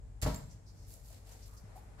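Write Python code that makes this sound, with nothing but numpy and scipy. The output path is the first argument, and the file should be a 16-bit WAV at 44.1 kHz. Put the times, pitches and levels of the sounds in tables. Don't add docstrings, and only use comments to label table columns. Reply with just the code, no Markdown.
import sys
import numpy as np
from scipy import signal
from scipy.fft import rfft, irfft
from scipy.io import wavfile

SR = 44100
rng = np.random.default_rng(int(sys.argv[2]) if len(sys.argv) > 2 else 0)


def wav_out(sig):
    wavfile.write(sys.argv[1], SR, np.round(np.clip(np.atleast_2d(sig).T, -1, 1) * 32767).astype(np.int16))


N = 88200
T = np.arange(N) / SR
HZ = np.fft.rfftfreq(N, 1 / SR)


def amp(db):
    return 10 ** (np.asarray(db) / 20)


def unit(x):
    return x / np.sqrt(np.mean(x ** 2) + 1e-20)


def read(points, hz):
    freqs, values = np.transpose(points)
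    return np.interp(np.log(hz + 1), np.log(freqs + 1), values)


def noise():
    return rng.standard_normal((2, N))


def grains(per_second=6000, spread_db=1.8):
    size = amp(spread_db * np.minimum(rng.exponential(1, N), 4))
    return noise() * size * (rng.random(N) < per_second / SR)


def burst(start, rise, decay):
    return np.clip((T - start) / rise, 0, 1) * np.exp(-np.maximum(T - start - rise, 0) / decay)


def swell(start, length):
    return np.sin(np.pi * np.clip((T - start) / length, 0, 1) ** 0.81)


def ring(start, hz, ring_time):
    age = np.maximum(T - start, 0)
    return np.sin(2 * np.pi * hz * age) * np.exp(-np.log(1000) * age / ring_time)


def pan(x, db):
    return x * amp([[db], [-db]])


# frequency in Hz, likeness from 0 to 1.
LIKENESS = [(30, 0.79), (130, 0.97), (300, 0.56), (700, 0.27), (1400, 0)]

def colour(x, points, tilt_db=0):
    left, other = rfft(x)
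    likeness = read(LIKENESS, HZ)
    right = likeness * left + np.sqrt(1 - likeness ** 2) * other
    gain = amp(read(points, HZ) + tilt_db * np.log2(np.maximum(HZ, 1000) / 1000))
    return unit(irfft(np.array([left, right]) * gain, N))


# frequency in Hz, ring time in seconds.
ROOM_RING = [(60, 0.037), (100, .22), (150, 0.79), (300, 0.35), (1000, 0.52), (3000, 0.46), (7000, 0.55),
             (15000, 0.39)]

def kitchen(x, echo_db):
    hz, t, bands = signal.stft(colour(noise(), [(0, 0), (SR, 0)]), SR, nperseg=256)
    fade = np.exp(-np.log(1000) * t / read(ROOM_RING, hz)[:, None])
    tail = signal.istft(bands * fade, SR, nperseg=256)[1][:, :N]
    tail *= np.clip((T - 0.003) / 0.0026, 0, 1)
    tail /= np.linalg.norm(tail[0])
    return x + amp(echo_db) * signal.fftconvolve(np.atleast_2d(x), tail, axes=1)[:, :N]


# frequency in Hz, relative level in dB.
RUMBLE_COLOUR = [(15, -39), (30, -6.5), (50, 8), (72, -3.5), (100, 2), (135, -9.5), (200, -17), (400, -26),
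                 (800, -32), (1500, -46.5), (3000, -49), (6000, -47), (7500, -38), (9000, -47),
                 (12000, -62)]
# time in seconds, gain in dB.
BASS_DRIFT = [(0, -47), (.2, -52), (.4, -52), (.62, -56.5), (.8, -52.5), (1.1, -55.5), (1.55, -54.5),
              (2, -52)]
# pitch in Hz, level in dB.
HUM_TONES = [(49.5, -60), (99, -62), (446, -78.5)]

def rumble(bass_top_hz=155, air_db=-51.5):
    hum = sum(amp(db) * np.sqrt(2) * np.sin(2 * np.pi * (hz * T + rng.random())) for hz, db in HUM_TONES)
    air = colour(noise(), RUMBLE_COLOUR)
    bass = irfft(rfft(air) / (1 + (HZ / bass_top_hz) ** 4), N)
    drift = amp(np.interp(T, *np.transpose(BASS_DRIFT)))
    return pan(amp(air_db) * (air - bass) + drift * bass + hum, db=0.78)


# start in seconds, level in dB, pitch in Hz.
NUDGES = [(1.105, -56, 648), (1.758, -51, 724), (1.7645, -46.5, 741), (1.777, -51.5, 838)]

def taps():
    tones = sum(amp(db) * ring(start, hz, ring_time=0.077) for start, db, hz in NUDGES)
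    return kitchen(tones, echo_db=-8)


# frequency in Hz, relative level in dB.
SKIN_COLOUR = [(100, -11), (600, -3.5), (1300, -2.5), (2100, 1.5), (2700, -2.5), (3500, 0), (4500, 3),
               (5800, 4), (7500, 7.5), (8800, -1.5), (12000, 2), (16000, -6.5)]

def wet_skin(x, tilt_db):
    return colour(x, SKIN_COLOUR, tilt_db)


# start in seconds, level in dB.
PEELS = [(0.8823, -60), (0.9389, -48.5), (1.0045, -67), (1.0464, -60), (1.1282, -56), (1.459, -60),
         (1.479, -57), (1.493, -60), (1.577, -61)]

def ticks():
    level = sum(amp(db) * burst(start, rise=0.0005, decay=0.0028) for start, db in PEELS)
    return kitchen(level * wet_skin(noise(), tilt_db=3.5), echo_db=-6)


# time in seconds, level in dB.
RUSTLE_LEVEL = [(0, -73.5), (.65, -73), (.93, -72), (1.02, -73), (1.12, -70), (1.22, -71.5), (1.32, -64.5),
                (1.42, -71), (1.55, -72.5), (1.7, -64), (1.92, -66.5), (2, -67.5)]
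# frequency in Hz, relative level in dB.
RUSTLE_COLOUR = [(60, -29), (250, 0), (620, 8), (900, 5), (1200, 1), (1500, 0.5), (2200, -3), (3000, -10),
                 (7000, -12), (12000, -14.5), (16000, -101)]
SCALE_COLOUR = [(100, -4), (600, 8.5), (1300, -7), (2200, 0), (3300, -2), (4000, 1), (4700, 2.5),
                (6300, -1.5), (7500, 1.5), (8800, -4), (12000, -3), (16000, -16)]
# start and length in seconds, level in dB, tilt in dB per octave.
STROKES = [(0.458, 0.13, -69, -0.5), (0.63, 0.82, -71.5, 2), (0.866, 0.12, -58, 7),
           (1.028, 0.145, -62, 5.5), (1.105, 0.1, -62.5, -0.5), (1.246, 0.16, -61, 2),
           (1.366, 0.14, -65, 0.5), (1.456, 0.034, -63, 3.5), (1.494, 0.14, -68, 5.5),
           (1.748, 0.058, -64, 6), (1.981, 0.064, -58.5, -4.5)]
# start and length in seconds, level in dB, pitch in Hz.
SQUISHES = [(0.494, 0.057, -64.5, 5720), (0.656, 0.068, -64.5, 5000), (0.742, 0.17, -69, 5460),
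            (0.921, 0.08, -67.5, 587), (1.305, 0.043, -63, 6300), (1.314, 0.074, -67.5, 480),
            (1.418, .046, -62.5, 5300), (1.465, .16, -68.5, 1080), (1.563, 0.042, -63, 5300),
            (1.977, 0.061, -59.5, 1310)]

def hand(width_below=0.31, width_above=0.38, low_cut_db=26):
    out = amp(np.interp(T, *np.transpose(RUSTLE_LEVEL))) * colour(noise(), RUSTLE_COLOUR)
    flutter_db = unit(irfft(rfft(noise()[0]) * (HZ < 70), N))
    grip = amp(flutter_db)
    for start, length, db, tilt in STROKES:
        out += amp(db) * swell(start, length) * unit(grip * colour(grains(), SCALE_COLOUR, tilt))
    for start, length, db, hz in SQUISHES:
        # widths are in octaves, the low cut in dB per octave.
        octaves = np.log2((HZ + 1) / hz)
        width = np.where(octaves < 0, width_below, width_above)
        band_db = -20 * np.log10(1 + (octaves / width) ** 2)
        band_db += low_cut_db * np.minimum(octaves + width_below, 0)
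        squish = colour(noise(), np.transpose([HZ, band_db]))
        out += amp(db) * swell(start, length) * unit(grip * squish)
    return pan(kitchen(out, echo_db=-6), db=0.9)


# start in seconds, gain in dB.
KNOCKS = [(0.2235, -41), (.2628, -25.5), (.2700, -31), (0.2931, -38.5)]
# pitch in Hz, relative level in dB, ring time in seconds.
BOARD_TONES = [(134, -18, 0.49), (152, -19, 0.85), (220.1, -12.5, 0.34), (271.4, -19.5, .25),
               (319.5, -9.5, .13), (474.2, -11.5, 0.34), (614, -10, 0.37), (754, -14.5, 0.23),
               (807, -16.5, 0.12), (884, -20, 0.18), (958, -26, 0.19), (1079, -25, 0.25), (1321, -18, 0.18)]
# frequency in Hz, relative level in dB.
CLACK_COLOUR = [(60, -1.5), (250, 2.5), (400, -2.5), (700, 0.5), (1100, -8), (1500, -15.5), (2100, -15),
                (2700, -18), (4500, -16.5), (8000, -24.5), (16000, -27.5)]

def board(clack_db=-10.5):
    tones = sum(amp(db) * ring(0, hz, ring_time) for hz, db, ring_time in BOARD_TONES)
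    rings = sum(amp(db) * np.interp(T - start, T, tones, left=0) for start, db in KNOCKS)
    level = sum(amp(db + clack_db) * burst(start, rise=0.0013, decay=0.014) for start, db in KNOCKS)
    clack = level * colour(noise(), CLACK_COLOUR)
    return kitchen(rings, echo_db=-7) + kitchen(clack, echo_db=-0.5)


# start in seconds, level in dB, pitch in Hz, ring time in seconds.
FIN_FLICK = (0.36, -40.5, 7400, 0.04)
# pitch in Hz, level in dB, ring time in seconds.
SLAP_TONES = [(4483, -48, .22), (7418, -45, .19), (9663, -51, .16), (12160, -51, .14)]
# start in seconds, level in dB, rise and decay in seconds, tilt in dB per octave.
SMACKS = [(.2160, -41, 0.0011, 0.003, 1), (.2217, -38.5, .0004, .012, -1.5),
          (.2245, -38, 0.0045, 0.018, -4), (.246, -43, .007, .017, -14), (0.27, -50.5, 0.0023, 0.047, -8),
          (0.3434, -44.5, .0015, 0.0057, 0), (.350, -48, .0022, .005, 17), (.376, -56.5, 0.0018, .012, 5)]

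def smacks(slap_start=0.2225, hiss_db=-4.5):
    start, db, hz, ring_time = FIN_FLICK
    out = amp(db) * ring(start, hz, ring_time)
    out += sum(amp(db) * ring(slap_start, hz, ring_time) for hz, db, ring_time in SLAP_TONES)
    for start, db, rise, decay, tilt in SMACKS:
        splat = unit(grains()) + amp(hiss_db) * noise()
        out = out + amp(db) * burst(start, rise, decay) * wet_skin(splat, tilt)
    return kitchen(out, echo_db=-7.5)


# start and length in seconds, level in dB, pitch in Hz.
COUNTER_BOOM = (.2185, .15, -33.5, 51.5)
# time of the peak in seconds, level in dB, pitch in Hz.
THUDS = [(0.2331, -26.5, 87), (.236, -36.5, 318), (0.2531, -26.5, 100), (.2760, -25.5, 130),
         (0.2885, -31.5, 149), (.331, -37.5, 90), (0.3457, -31.5, 140), (.549, -40.5, 102),
         (1.6419, -43, 122)]

def body():
    start, length, db, hz = COUNTER_BOOM
    out = amp(db) * swell(start, length) * np.sin(2 * np.pi * hz * (T - start))
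    for peak_time, db, hz in THUDS:
        from_peak = np.pi * hz * (T - peak_time)
        out += amp(db) * (2 * from_peak ** 2 - 1) * np.exp(-from_peak ** 2)
    return kitchen(out, echo_db=-10)


def scene():
    return body() + board() + smacks() + hand() + ticks() + taps() + rumble()


# frequency in Hz, left level minus right level in dB.
MIC_BALANCE = [(30, 3), (120, -1.5), (300, 4), (1000, 1.2), (4000, -.5), (8000, -3.5)]

def record(dry, lag_s=0.00008, top_hz=15750):
    left, right = rfft(dry)
    lean = amp(read(MIC_BALANCE, HZ) / 2)
    lag = np.exp(-2j * np.pi * np.minimum(HZ, 1000) * lag_s)
    pair = irfft(np.array([left * lean, right / lean * lag]), N)
    low_pass = signal.firwin(511, top_hz, window=("kaiser", 9), fs=SR)
    return signal.oaconvolve(pair, low_pass[None], "same")


dry = scene()
out = record(dry)
wav_out(out)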